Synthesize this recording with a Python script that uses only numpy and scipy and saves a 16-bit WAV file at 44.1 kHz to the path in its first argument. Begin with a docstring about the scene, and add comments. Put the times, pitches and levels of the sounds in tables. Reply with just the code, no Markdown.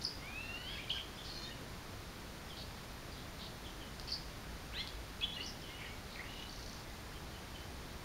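"""On a wire with walls nearby, a swallow sings several spells of twittering song.
Its two-sided voice box whistles, glides and wheezes: sine waves with sliding, trembling pitch.
Chips are quick sweeps, rasps are pulsed noise, and the dry rattle and bill snaps are damped rings.
The walls answer with single echoes and a scattered tail.
Behind the song lie a steady outdoor hiss and a low, far-off hum, both made of shaped noise.
"""
import sys
import numpy as np
from scipy import signal
from scipy.fft import rfft, irfft, next_fast_len
from scipy.io import wavfile

SR = 44100
rng = np.random.default_rng(int(sys.argv[2]) if len(sys.argv) > 2 else 0)


def file_out(sig):
    """Save sig as 16-bit WAV at sys.argv[1]."""
    # one column per channel
    cols = np.atleast_2d(sig).T
    # limit, then scale
    lim = np.clip(cols, -1, 1)
    pcm = np.round(lim * 32767).astype(np.int16)
    wavfile.write(sys.argv[1], SR, pcm)


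N = 354563  # length of the scene in samples, about 8 s


def gain_of(db):
    """Turns decibels into an amplitude factor."""
    return 10 ** (np.asarray(db) / 20)


def evened(x):
    """Scales a sound to an rms of one."""
    return x / np.sqrt(np.mean(x ** 2) + 1e-20)


def add(mix, s, sound):
    """Mixes a sound in at time s, cutting off what runs past the end."""
    part = mix[max(round(s * SR), 0):][:len(sound)]
    part += sound[:len(part)]


def noise(count, shape):
    """Random noise, scaled to rms one, whose amplitude spectrum follows shape(Hz)."""
    size = next_fast_len(count + 4096)
    spectrum = rfft(rng.standard_normal(size)) * shape(np.fft.rfftfreq(size, 1 / SR))
    return evened(irfft(spectrum, size))[:count]


def waver(count, rate_hz):
    """A random wobble that is seldom much faster than rate_hz."""
    return noise(count, lambda f: np.exp(-(f / rate_hz) ** 2))


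def curves(rows):
    """Sample times in seconds, then each column of the rows joined by straight lines."""
    s, *columns = np.transpose(rows)
    t = np.arange(s[0], s[-1], 1 / SR)
    return [t] + [np.interp(t, s, column) for column in columns]


def fade(count, edge_s=0.00092):
    """A soft start and end, so that nothing clicks."""
    return signal.windows.tukey(count, min(2 * edge_s * SR / count, 1))


def phase_of(hz, jitter, jitter_hz=350):
    """The running phase of a membrane whose pitch trembles by the share jitter."""
    trembling_hz = hz * (1 + jitter * waver(len(hz), jitter_hz))
    return 2 * np.pi * np.cumsum(trembling_hz) / SR


# All levels of the song are those before the walls and the mix of the voices.
# The long rising glide. Each row: time in seconds, pitch in Hz, level in dB.
GLIDE_PATH = [(.21, 2040, -57), (.285, 2397, -50.5), (.33, 2447, -54), (.36, 2543, -43.5),
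              (.43, 2710, -50.5), (.55, 2770, -46.5), (.585, 2910, -52.5), (.65, 2990, -50.5),
              (.69, 3204, -45), (.72, 3360, -53), (.79, 3270, -53)]
# Weak extra tones of the glide. Each row: multiple of its pitch, level in dB among these tones.
GLIDE_EXTRA_TONES = [(1 / 2, -2.4), (2 / 3, 0), (4 / 3, -1.7), (3 / 2, 0), (2, -16)]
# The extra tones start faint and grow through the glide.
BUZZ_DB, BUZZ_DB_PER_S = -64.5, 7


def glide(jitter=0.008, slip_radians=0.63):
    """A rising tone; the membranes also swing loosely at 1/2 and 1/3 of its pitch: a nasal edge."""
    t, hz, db = curves(GLIDE_PATH)
    phase = phase_of(hz, jitter)
    buzz = np.zeros(len(t))
    for multiple, level in GLIDE_EXTRA_TONES:
        slip = slip_radians * waver(len(t), 71.4)
        buzz += gain_of(level) * np.sin(multiple * phase + slip)
    buzz_gain = gain_of(BUZZ_DB + BUZZ_DB_PER_S * (t - t[0]))
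    tone = gain_of(db) * np.sin(phase) + buzz_gain * buzz
    return t[0], np.sqrt(2) * tone * fade(len(t))


# Whistled notes; overlapping ones come from the two sides of the voice box.
# Each row: start in seconds, length in seconds, first pitch in Hz, last pitch in Hz,
# level at the crest in dB, place of the crest from 0 (start) to 1 (end).
WHISTLE_NOTES = [ (0.034, .009, 10700, 9900, -50, .5), (0.747, .022, 2595, 2600, -48, .4),
                 (0.778, .026, 1910, 2466, -43, .6), (.872, .018, 2310, 2350, -49, .6),
                 (0.9, 0.01, 2710, 3110, -30.5, 0.65), (.909, 0.011, 3140, 3304, -31, 0.64),
                 (.95, 0.024, 1570, 1610, -48.5, 0.6), (1.156, .019, 4820, 5060, -55, .5),
                 (1.173, 0.057, 3470, 3460, -50, 0.3), (1.475, 0.025, 1840, 1830, -50.5, 0.9),
                 (1.504, 0.027, 2740, 2950, -49, 0.9), (2.494, 0.049, 3560, 3070, -50.5, 0.2),
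                 (3.645, .04, 3580, 3250, -53, 0.2), (3.808, 0.045, 3350, 2910, -51, 0.4),
                 (4.724, 0.086, 2100, 4300, -43, 1), (4.738, 0.098, 1480, 2174, -48.5, 0.7),
                 (4.766, 0.057, 2430, 3460, -41, 0.96), (4.785, .047, 5170, 5650, -59, .6),
                 (5.21, 0.014, 2430, 2610, -39.5, 0.7), (5.223, 0.0298, 3267, 3403, -33, 0.6),
                 (5.222, 0.037, 2756, 3140, -39, 0.7), (5.296, 0.056, 3280, 3410, -46.5, 0.94),
                 (5.325, 0.044, 3550, 4220, -49, .6), (5.361, 0.016, 2950, 2843, -40, 0.6),
                 (5.376, 0.026, 1890, 2030, -46.5, 0.9), (5.395, 0.029, 3830, 4460, -49, .7),
                 (5.399, .024, 2686, 2974, -39.5, 0.4), (5.624, 0.038, 3410, 2960, -53, .6),
                 (5.689, 0.047, 2080, 2163, -52.5, 0.3), (5.725, 0.052, 2820, 2920, -53, .8),
                 (5.81, 0.02, 1780, 2410, -45, 0.6), (5.842, 0.017, 1800, 1990, -49, .5),
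                 (5.858, .018, 2920, 2940, -51, .7), (5.876, 0.048, 2080, 2256, -52, .8),
                 (6.189, .026, 1844, 2174, -43.5, 0.24), (6.463, .011, 3700, 4100, -52, .5),
                 (7.135, .047, 3350, 3080, -56.5, 0.7), (7.328, 0.041, 3170, 2980, -54.5, 1),
                 (7.546, 0.035, 3090, 3010, -49.5, 0.5)]
SWELL_DB, SINK_DB = 9, 10  # rise up to the crest, fall after it
SLIDE_SHARE, SLIDE_STEEP = .37, 1.31  # share of the note by which most of the slide is done; steepness


def whistle(s, length, start_hz, end_hz, db, crest, jitter=0.0075, flutter_db=2.0,
            octave_db=-30, hoarse_db=-15, hoarse_hz=900):
    """A nearly pure note with a hoarse fringe, sliding onto its final pitch."""
    u = np.linspace(0, 1, round(length * SR))  # progress through the note
    slide_left = np.exp(-(u / SLIDE_SHARE) ** SLIDE_STEEP)
    phase = phase_of(end_hz + (start_hz - end_hz) * slide_left, jitter)
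    swell_db = np.interp(u, [0, np.clip(crest, 0, 1), 1], [-SWELL_DB, 0, -SINK_DB])
    flutter = flutter_db * waver(len(u), 550)
    fringe = gain_of(hoarse_db) * waver(len(u), hoarse_hz) * np.cos(phase)
    tone = np.sin(phase) + gain_of(octave_db) * np.sin(2 * phase) + fringe
    return s, np.sqrt(2) * tone * gain_of(db + swell_db + flutter) * fade(len(u))


# Nasal wheezes, one list of rows for each.
# Each row: time in seconds, pulse rate in Hz, throat resonance in Hz, level in dB.
WHEEZE_PATHS = [
    [(1.24, 641, 4640, -58), (1.33, 601, 4210, -52), (1.435, 604, 4200, -50), (1.455, 611, 3650, -47.5),
     (1.495, 620, 3700, -53)],
    [(6.24, 430, 2550, -63), (6.295, 488, 2900, -58), (6.39, 480, 2900, -57.5), (6.445, 502, 2940, -54)],
]
# A wheeze starts rough and settles: roughness (0-1) at first and later, and the settling time.
ROUGH_START, ROUGH_HELD, SETTLE_S = 0.81, 0.072, 0.041


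def wheeze(rows, throat_width_hz=170, skirt_db=-17, low_hz=1700, high_hz=6100, jitter=0.043, flutter_db=3.5):
    """A stack of harmonics, strongest near the throat's resonance; uneven pulses smear them."""
    t, hz, throat_hz, db = curves(rows)
    rough = ROUGH_HELD + (ROUGH_START - ROUGH_HELD) * np.exp(-(t - t[0]) / SETTLE_S)
    phase = phase_of(hz, jitter * rough + .002)
    k = np.arange(2, 14)[:, None]  # harmonic numbers, one line each
    heights = 1 / (1 + ((k * hz - throat_hz) / throat_width_hz) ** 2) + gain_of(skirt_db)
    # Harmonics below low_hz and above high_hz die away.
    heights /= np.sqrt((1 + (low_hz / (k * hz)) ** 12) * (1 + (k * hz / high_hz) ** 12))
    tone = (heights * np.sin(k * phase + k ** 2)).sum(0)  # k ** 2 scatters the starting phases
    flutter = flutter_db * waver(len(t), 120)
    return t[0], np.sqrt(2) * tone * gain_of(db + flutter) * fade(len(t))


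# Each row: start in seconds, first pitch in Hz, last pitch in Hz, level in dB.
CHIP_NOTES = [(.039, 6100, 5100, -44), (0.048, 5100, 4470, -31.5), (.894, 5280, 2600, -44),
              (.98, 2860, 1890, -47.5), (4.107, 5940, 4900, -46), (4.118, 5130, 4430, -37),
              (4.123, 4630, 4400, -38), (5.209, 4900, 2610, -48), (5.461, 6200, 5100, -44.5),
              (6.156, 2850, 1800, -47.5), (6.493, 4800, 4300, -49)]
CHIP_S = 0.00674


def chip(s, start_hz, end_hz, db, octave_db=-26):
    """One downward sweep of a few milliseconds, heard as a sharp tick or chirp."""
    count = round(CHIP_S * SR)
    phase = phase_of(np.linspace(start_hz, end_hz, count), 0.013)
    tone = np.sin(phase) + gain_of(octave_db) * np.sin(2 * phase)
    return s, gain_of(db) * evened(tone * fade(count, 0.002))


# Hoarse notes. Each row: start in seconds, length in seconds, centre in Hz, width in Hz, level in dB.
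RASP_NOTES = [(0.013, 0.021, 4700, 1500, -47), (.055, 0.034, 4900, 500, -46),
              (.68, 0.17, 2920, 1400, -53.5), (0.913, .065, 4660, 1600, -54),
              (.922, 0.096, 3140, 420, -46.5), (1.175, 0.15, 3250, 600, -58), (1.246, .13, 4630, 1200, -53),
              (2.485, .015, 5200, 890, -58), (2.567, 0.063, 4070, 1310, -50.5),
              (3.113, .03, 4740, 500, -59), (3.14, 0.091, 3700, 1000, -58.5),
              (3.391, .082, 3900, 1300, -51.5), (3.66, 0.052, 3270, 500, -55.5),
              (4.074, 0.029, 4750, 750, -46.5), (4.081, 0.019, 2970, 500, -52),
              (4.116, 0.035, 4780, 650, -42), (5.425, .032, 4730, 800, -50.5),
              (5.465, 0.0454, 5270, 700, -49.5), (5.616, .01, 5000, 800, -54),
              (5.663, 0.066, 3100, 700, -56.5), (5.785, .11, 2630, 1200, -54.5),
              (6.103, 0.06, 4030, 1200, -57), (6.16, 0.12, 2020, 400, -58), (6.294, 0.15, 3400, 1400, -57),
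              (6.491, .31, 4800, 1100, -62)]


def rasp(s, length, centre_hz, width_hz, db, pulse_hz=170, depth=0.22):
    """Chaotic vibration in the throat's resonance, made as a noise band in uneven pulses."""
    count = round(length * SR)
    hoarse = noise(count, lambda f: 1 / (1 + (2 * (f - centre_hz) / width_hz) ** 4) ** .5)
    pulses = 1 + depth * np.sin(phase_of(np.full(count, pulse_hz), 0.53))
    return s, gain_of(db) * evened(hoarse * pulses * fade(count, 0.0023))


def click(s, db, modes, scatter=0.025, contact_s=0.00013):
    """One sharp pulse into a few heavily damped resonances, never twice quite alike."""
    t = np.arange(SR // 250) / SR  # 4 ms
    ring = np.zeros(len(t))
    for hz, width, level in modes:
        scattered_hz = hz * (1 + scatter * rng.standard_normal())
        ring += gain_of(level) * np.exp(-np.pi * width * t) * np.sin(2 * np.pi * scattered_hz * t)
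    return s, gain_of(db) * evened(ring * (1 - np.exp(-t / contact_s)))  # a soft start dulls the top


# What a tick of the rattle rings with.
# Each row: typical pitch in Hz, width in Hz (wider dies sooner), level in dB against the others.
RATTLE_RINGS = [(4460, 260, -2.5), (5650, 390, 1)]
# First tick, first gap, growth of each gap, level at the middle of the run.
RATTLE_START_S, RATTLE_GAP_S, RATTLE_SLOWING_S, RATTLE_DB = 6.495, 0.033, .00024, -49


def rattle(count=10, ends_db=-4, uneven_db=1):
    """Dry ticks that swell and sink, each gap a little longer than the last."""
    gaps = RATTLE_GAP_S + RATTLE_SLOWING_S * np.arange(count)
    times = RATTLE_START_S + np.cumsum(gaps) - gaps
    arch_db = ends_db * np.linspace(-1, 1, count) ** 2
    levels = RATTLE_DB + arch_db + uneven_db * rng.standard_normal(count)
    return [click(s, db, RATTLE_RINGS) for s, db in zip(times, levels)]


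# The bill snaps shut. Each row: time in seconds, level in dB.
BILL_SNAPS = [(3.998, -42.5), (4.8747, -41.5)]
# What a snap rings with.
# Each row: typical pitch in Hz, width in Hz (wider dies sooner), level in dB against the others.
SNAP_RINGS = [(4600, 1060, 0), (7000, 5500, 4)]


def bill_snaps():
    """Each snap of the bill is one short click with a broad, dull ring."""
    return [click(s, db, SNAP_RINGS) for s, db in BILL_SNAPS]


def swallow(glide_db=0, whistle_db=0, wheeze_db=-1, chip_db=1):
    """All the notes of the song, each kind of voice raised or lowered by its own dB."""
    song = np.zeros(N)
    voices = [(glide_db, [glide()]),
              (whistle_db, [whistle(*row) for row in WHISTLE_NOTES]),
              (wheeze_db, [wheeze(rows) for rows in WHEEZE_PATHS]),
              (chip_db, [chip(*row) for row in CHIP_NOTES]),
              (0, rattle()),
              (0, bill_snaps()),
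              (0, [rasp(*row) for row in RASP_NOTES])]
    for db, notes in voices:
        for s, sound in notes:
            add(song, s, gain_of(db) * sound)
    return song


# Single echoes from the nearest walls.
# Each row: delay in seconds, level in dB against the direct sound.
WALL_ECHOES = [(.0042, -10.5), (0.0143, -7.5), (.017, -16), (.0215, -14)]


def walls(x, tail_db=-6, t60=0.56, gap_s=0.012):
    """The direct sound, a few single echoes, and a scattered tail that falls 60 dB in t60 seconds."""
    t = np.arange(SR * 3 // 4) / SR
    taps = rng.standard_normal(len(t)) * (rng.random(len(t)) < 3000 / SR)  # about 3000 a second
    response = taps * gain_of(-60 * t / t60) * (t > gap_s)
    response *= gain_of(tail_db) / np.linalg.norm(response)
    response[0] = 1  # the direct sound
    for delay, db in WALL_ECHOES:
        add(response, delay, gain_of([db]))
    return signal.fftconvolve(x, response / np.linalg.norm(response))[:N]


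# The colour of the outdoor hiss. Each row: frequency in Hz, relative level in dB per Hz.
HISS_COLOUR = [(12, -11), (26, -2.5), (55, -2), (110, -5.5), (250, -10), (500, -15), (1100, -17),
               (2000, -20), (2700, -23), (4500, -23), (6200, -28), (8000, -31.5), (10000, -33.5),
               (15500, -36.5)]
HISS_DB = -48.5  # its overall level
# The far-off hum. Each row: time in seconds, level in dB.
HUM_LEVELS = [(0, -65), (2.8, -63), (4.1, -59), (5.05, -50), (5.3, -77), (7.4, -74), (8.0, -54)]


def outdoors(hum_hz=53, hum_width_hz=7):
    """Steady coloured noise as hiss, and a narrow band of low noise as a hum that comes and goes."""
    hz, db = np.transpose(HISS_COLOUR)
    hiss = noise(N, lambda f: gain_of(np.interp(np.log(f + 1), np.log(hz), db)))
    hum = noise(N, lambda f: np.exp(-((f - hum_hz) / hum_width_hz) ** 2))
    hum_db = np.interp(np.arange(N) / SR, *np.transpose(HUM_LEVELS))
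    return hiss * gain_of(HISS_DB) + hum * gain_of(hum_db)


def scene():
    """Bird and background, alike in both channels."""
    mono = walls(swallow()) + outdoors()
    return np.array([mono, mono])


NOTCH_HZ, EDGE_HZ = 7830, 15750


def record(dry, notch_width_hz=420):
    """Cuts a narrow notch in the treble and, with a steep filter, all that lies above EDGE_HZ."""
    notched = signal.lfilter(*signal.iirnotch(NOTCH_HZ, NOTCH_HZ / notch_width_hz, SR), dry)
    edge = signal.firwin(801, EDGE_HZ, window=("kaiser", 9), fs=SR)
    return signal.oaconvolve(notched, edge[None], "same")


dry = scene()
out = record(dry)
file_out(out)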